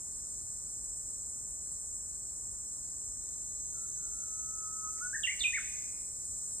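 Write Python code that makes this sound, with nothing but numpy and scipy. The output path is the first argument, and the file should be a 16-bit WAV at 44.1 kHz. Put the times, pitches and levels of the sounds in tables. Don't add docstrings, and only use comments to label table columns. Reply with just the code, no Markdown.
import sys
import numpy as np
from scipy import signal
from scipy.fft import rfft, irfft, next_fast_len
from scipy.io import wavfile
from scipy.ndimage import uniform_filter1d

SR = 44100
rng = np.random.default_rng(int(sys.argv[2]) if len(sys.argv) > 2 else 0)


def unload_wav(signal):
    wavfile.write(
        sys.argv[1],
        SR,
        np.round(np.clip(np.atleast_2d(signal).T, -1, 1) * 32767).astype(np.int16),
    )


N = 291060
T = np.arange(N) / SR
HZ = np.maximum(np.fft.rfftfreq(N, 1 / SR), 1)
SIDES = np.array([[1], [-1]])


# start in seconds, time to the turn in seconds, length in seconds, first pitch in Hz,
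# turning pitch in Hz, last pitch in Hz, level at the turn in dB.
SHORT_NOTES = [ (3.727, .055, .135, 1520, 1352, 1357, -66.5), (3.956, .075, .15, 1523, 1375, 1345, -70),
               (4.10, .06, .15, 1385, 1340, 1394, -68.5), (5, 0.032, 0.075, 1220, 1461, 1438, -42.5),
               (5.127, 0.0238, 0.043, 1470, 1862, 1560, -37), (5.23, 0.0193, 0.032, 4010, 2732, 2985, -30),
               (5.261, 0.021, .056, 3200, 1922, 2370, -33.5), (5.392, .009, 0.011, 3330, 4980, 4930, -44.5),
               (5.402, 0.012, 0.026, 4950, 3530, 3640, -32), (5.428, .025, 0.046, 4300, 2424, 2513, -28.5),
               (5.526, 0.0291, .066, 1723, 2311, 1210, -32.5)]


def warbler():
    sung = whistle() + sum(note(*row) for row in SHORT_NOTES)
    song, direct = sung[0], sung[1:]
    scattered = wood(song, build_s=0.011, near_db=14, near_t60_s=0.13)
    return direct + catch() + echoes(song) + scattered


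WHISTLE_START_S, WHISTLE_CREST_S, WHISTLE_END_S = 4.205, 4.78, 5.012
WHISTLE_FIRST_DB, SWELL_DB_PER_S, SLACKEN_DB_PER_S = -67.5, 21, 28
WHISTLE_HZ, SAG_HZ_PER_DB = 1306, 1.35
SCOOP_HZ, SCOOP_S = 60, 0.027
# time of the peak in seconds, half width in seconds, gain in dB.
EFFORT_SURGES = [(4.67, .05, 7), (4.868, .05, 13)]


def whistle():
    t = T[(T > WHISTLE_START_S) & (T < WHISTLE_END_S)]
    swell_db = SWELL_DB_PER_S * (np.minimum(t, WHISTLE_CREST_S) - t[0])
    slacken_db = SLACKEN_DB_PER_S * np.maximum(t - WHISTLE_CREST_S, 0)
    surge_db = sum(db * np.exp(-((t - peak) / width_s) ** 2) for peak, width_s, db in EFFORT_SURGES)
    effort_db = swell_db - slacken_db + surge_db
    scoop_hz = SCOOP_HZ * np.exp(-(t - t[0]) / SCOOP_S)
    hz = WHISTLE_HZ + scoop_hz - SAG_HZ_PER_DB * effort_db
    return syrinx(t, hz, WHISTLE_FIRST_DB + effort_db, attack_s=.02)


DROP_POWER = 2.4
DIM_DB_PER_OCTAVE = 16.5
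ATTACK_SHARE = 0.17


def note(start, turn_s, length_s, first_hz, turning_hz, last_hz, level_db):
    t = T[(T > start) & (T < start + length_s)]
    power = DROP_POWER if first_hz > turning_hz else 1
    before = np.clip(1 - (t - start) / turn_s, 0, 1) ** power
    after = np.clip((t - start - turn_s) / max(length_s - turn_s, 1 / SR), 0, 1)
    hz = turning_hz + (first_hz - turning_hz) * before + (last_hz - turning_hz) * after
    octaves_off = np.abs(np.log2(hz / turning_hz))
    return syrinx(t, hz, level_db - DIM_DB_PER_OCTAVE * octaves_off, ATTACK_SHARE * length_s)


RELEASE_S, OVERTONE_DB = 0.0035, -36
WAVER = 0.0022
# frequency in Hz, left level over right in dB, radians by which left leads.
DIRECT_PAN = [(1280, -1, -.58), (1450, 0, -.15), (1750, 0, .25), (1950, 1.5, .7), (2250, 2, 1),
              (2450, -1.2, 1.05), (2800, -9, 1.35), (3550, -6, 1.3), (5000, 0, 1.2)]


def syrinx(t, hz, level_db, attack_s):
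    hz = uniform_filter1d(hz, size=170) * (1 + WAVER * drift(55)[:len(t)])
    edges = np.clip(np.minimum((t - t[0]) / attack_s, (t[-1] - t) / RELEASE_S), 0, 1)
    height = np.sqrt(2) * from_db(level_db) * edges
    phase = turn(hz)
    tone = np.sin(phase) + from_db(OVERTONE_DB) * np.sin(2 * phase)
    pan_db, lead = at_hz(DIRECT_PAN, hz)
    pan = from_db(SIDES * pan_db / 2)
    pan = pan / np.sqrt(np.mean(pan ** 2, axis=0))
    heard = np.sin(phase + SIDES * lead / 2) * pan
    first = np.searchsorted(T, t[0])
    return np.pad(height * np.vstack([tone, heard]), [(0, 0), (first, N - first - len(t))])


CATCH_START_S, CATCH_END_S, CATCH_FADE_S, CATCH_DB = 4.972, 5.003, 0.03, -67.5


def catch():
    burst = bout(CATCH_START_S, CATCH_END_S, CATCH_FADE_S)
    return from_db(CATCH_DB) * burst * resonance(1900, width_hz=340)


# delay in seconds, left level in dB, right level in dB, both relative to the filtered song.
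WALL_ECHOES = [(.0145, -15.5, -17.5), (.024, -10, -15.5), (.037, -14.5, -9.5)]


def echoes(song):
    low_cut, high_cut = 1 + (1300 / HZ) ** 20, 1 + (HZ / 4700) ** 10
    thrown_back = irfft(rfft(song) / low_cut / high_cut, N)
    return sum(from_db([[left_db], [right_db]]) * np.interp(T - delay, T, thrown_back)
               for delay, left_db, right_db in WALL_ECHOES)


WOOD_T60_S, WOOD_DB = 0.98, -1
# frequency in Hz, level in dB.
WOOD_COLOUR = [(1280, -14.5), (1450, -9.5), (1750, -5.5), (2300, -2), (3000, -3.5), (3700, -4.5),
               (5000, -6)]


def wood(song, build_s, near_db, near_t60_s):
    decay = from_db(-60 * T / WOOD_T60_S) + from_db(near_db - 60 * T / near_t60_s)
    build = 1 - np.exp(-(T / build_s) ** 2)
    responses = rng.standard_normal((2, N)) * decay * build
    colour = from_db(at_hz(WOOD_COLOUR, HZ)[0])
    spectra = rfft(responses) / np.linalg.norm(responses[0]) * colour
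    shared, scattered = irfft(rfft(song) * spectra, N)
    return from_db(WOOD_DB) * at_microphones(shared, scattered)


def insects():
    chant = chanting_cicada(jitter=.003, uneven_db=-4, flutter_db=3, tilt_db=2.8)
    return chorus() + single_cicadas() + whining_cicada() + rasping_cicada() + chant


# frequency in Hz, level in dB per Hz.
CHORUS_SPECTRUM = [(3100, -126), (4000, -115), (5000, -99), (5500, -89), (6300, -84), (7000, -76.5),
                   (7500, -74.5), (8000, -73.5), (8600, -78.5), (9200, -81.5), (10000, -99.5),
                   (11000, -104), (13500, -103), (15000, -109)]
# time in seconds, gain in dB.
CHORUS_SWELL = [(0, 0.5), (3, -0.5), (5, 0.9), (6.1, 0.5), (6.35, 2), (6.6, 2.5)]


def chorus():
    return noise(CHORUS_SPECTRUM) * from_db(in_time(CHORUS_SWELL) + .25 * drift(12))


SINGER_FADE_S = 0.53
# start in seconds, end in seconds, body resonance in Hz, level before the pumping in dB.
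SINGER_BOUTS = [(-.3, 1.2, 5080, -72), (.4, 3.4, 7845, -55), (.7, 3.5, 8015, -52), (1.5, 6.0, 7444, -55),
                (2.5, 3.7, 5530, -67), (3.5, 4.3, 7865, -48), (4.3, 6.0, 5080, -68), (4.9, 6.3, 7860, -53),
                (5.4, 6.3, 5420, -68), (6.1, 6.9, 8100, -49)]


def single_cicadas():
    total = 0
    for start, end, hz, db in SINGER_BOUTS:
        voice = cicada(hz, width_hz=16, tymbal_hz=494.6, depth=.75)
        total = total + from_db(db) * bout(start, end, SINGER_FADE_S) * voice
    return total


WHINE_START_S, WHINE_RISE_S, WHINE_END_S, WHINE_FADE_S = 2.4, 1.8, 5.9, 0.082
WHINE_DB = -46.5
WHINE_FIRST_HZ, WHINE_HELD_HZ = 6800, 6390


def whining_cicada():
    effort = np.clip((T - WHINE_START_S) / WHINE_RISE_S, 0, 1)
    hz = WHINE_FIRST_HZ + (WHINE_HELD_HZ - WHINE_FIRST_HZ) * effort
    voice = cicada(hz, width_hz=58, tymbal_hz=410, depth=0.59)
    return from_db(WHINE_DB) * effort * bout(WHINE_START_S, WHINE_END_S, WHINE_FADE_S) * voice


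def cicada(hz, width_hz, tymbal_hz, depth):
    pumping = 1 + depth * np.cos(turn(tymbal_hz * (1 + .001 * drift(2))))
    return resonance(hz, width_hz) * pumping


RASP_FADE_S = .12
# start in seconds, end in seconds, level in dB.
RASP_BOUTS = [(3.17, 4.45, -74.5), (4.45, 6.3, -84.5), (6.29, 6.8, -77.5)]


def rasping_cicada():
    level = sum(from_db(db) * bout(start, end, RASP_FADE_S) for start, end, db in RASP_BOUTS)
    return level * resonance(4000, width_hz=380)


CHANT_DB, CHANT_FADE_S = -77.5, .07
# start in seconds, end in seconds.
CHANT_PULSES = [(.1, 0.75), (1.1, 1.3), (1.62, 1.88), (2.1, 2.37), (2.64, 3.08), (5.68, 8.5)]
# time in seconds, cycles per second.
TYMBAL_PACE = [(0, 188), (.6, 198.5), (1.5, 199.5), (3, 192), (5.5, 196), (6.1, 211)]


def chanting_cicada(jitter, uneven_db, flutter_db, tilt_db):
    phase = turn(in_time(TYMBAL_PACE) * (1 + jitter * drift(40)))
    pulses = sum(bout(start, end, CHANT_FADE_S) for start, end in CHANT_PULSES)
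    lines = 0
    for order in range(18, 26):
        line_db = tilt_db * min(order - 22, 0) + uneven_db * (order % 2)
        lines = lines + from_db(line_db + flutter_db * drift(12)) * np.sin(order * phase)
    return from_db(CHANT_DB) * pulses * lines


# frequency in Hz, level in dB per Hz.
RUMBLE_SPECTRUM = [(15, -105), (25, -88), (48, -74.5), (80, -80), (120, -85), (200, -89), (400, -94),
                   (800, -99.5), (1200, -102), (1700, -108.5), (2400, -117), (3100, -125), (6000, -132)]


def rumble():
    return noise(RUMBLE_SPECTRUM) * from_db(0.18 * drift(27))


def surroundings():
    return insects() + rumble()


# frequency in Hz, left-right likeness from 0 to 1, radians by which right leads.
MICROPHONE_PAIR = [(50, 1, 0), (160, .94, .15), (400, .66, .65), (750, .55, 1.25), (1150, .75, .7),
                   (1300, .94, .45), (1450, .98, 0), (2000, .95, 0), (2400, .45, -.8), (3000, .35, -2.7),
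                   (4000, .25, -4.7), (5000, .4, -2.2), (5800, .92, -3.0), (6250, .95, -3.4),
                   (7550, .97, -5.7), (7650, .99, -2 * np.pi), (8200, .99, -6.33), (8900, .93, -6.7),
                   (9050, .94, -7.6), (9600, .95, -8.5), (9750, .98, -3 * np.pi), (11000, .9, -3 * np.pi),
                   (11750, .95, -4 * np.pi), (13200, .95, -4 * np.pi), (14300, .9, -5 * np.pi)]


def at_microphones(shared, scattered):
    alike, lead = at_hz(MICROPHONE_PAIR, HZ)
    common = np.sqrt((1 + alike) / 2) * rfft(shared)
    opposed = SIDES * np.sqrt((1 - alike) / 2) * rfft(scattered)
    return irfft((common + opposed) * np.exp(-.5j * SIDES * lead), N)


def bout(start, end, fade_s):
    return np.clip(.5 + np.minimum(T - start, end - T) / fade_s, 0, 1)


def resonance(hz, width_hz):
    phase = turn(hz * np.ones(N))
    return drift(width_hz) * np.cos(phase) + drift(width_hz) * np.sin(phase)


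def noise(spectrum):
    white = rfft(rng.standard_normal(N))
    return irfft(white * from_db(at_hz(spectrum, HZ)[0]), N) * np.sqrt(SR / 2)


def drift(rate_hz):
    size = next_fast_len(N)
    weakening = 1 + (np.fft.rfftfreq(size, 1 / SR) / rate_hz) ** 2
    slow = irfft(rfft(rng.standard_normal(size)) / weakening, size)[:N]
    return slow / slow.std()


def turn(hz):
    return 2 * np.pi * np.cumsum(hz) / SR


def from_db(db):
    return 10 ** (np.asarray(db) / 20)


def in_time(rows):
    seconds, values = np.transpose(rows)
    return np.interp(T, seconds, values)


def at_hz(points, hz):
    knots, *columns = np.transpose(points)
    return [np.interp(np.log(hz), np.log(knots), column) for column in columns]


def scene():
    return warbler() + at_microphones(surroundings(), surroundings())


CUTOFF_HZ = 14600


def record(dry):
    return signal.sosfilt(signal.butter(24, CUTOFF_HZ, fs=SR, output="sos"), dry)


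dry = scene()
out = record(dry)
unload_wav(out)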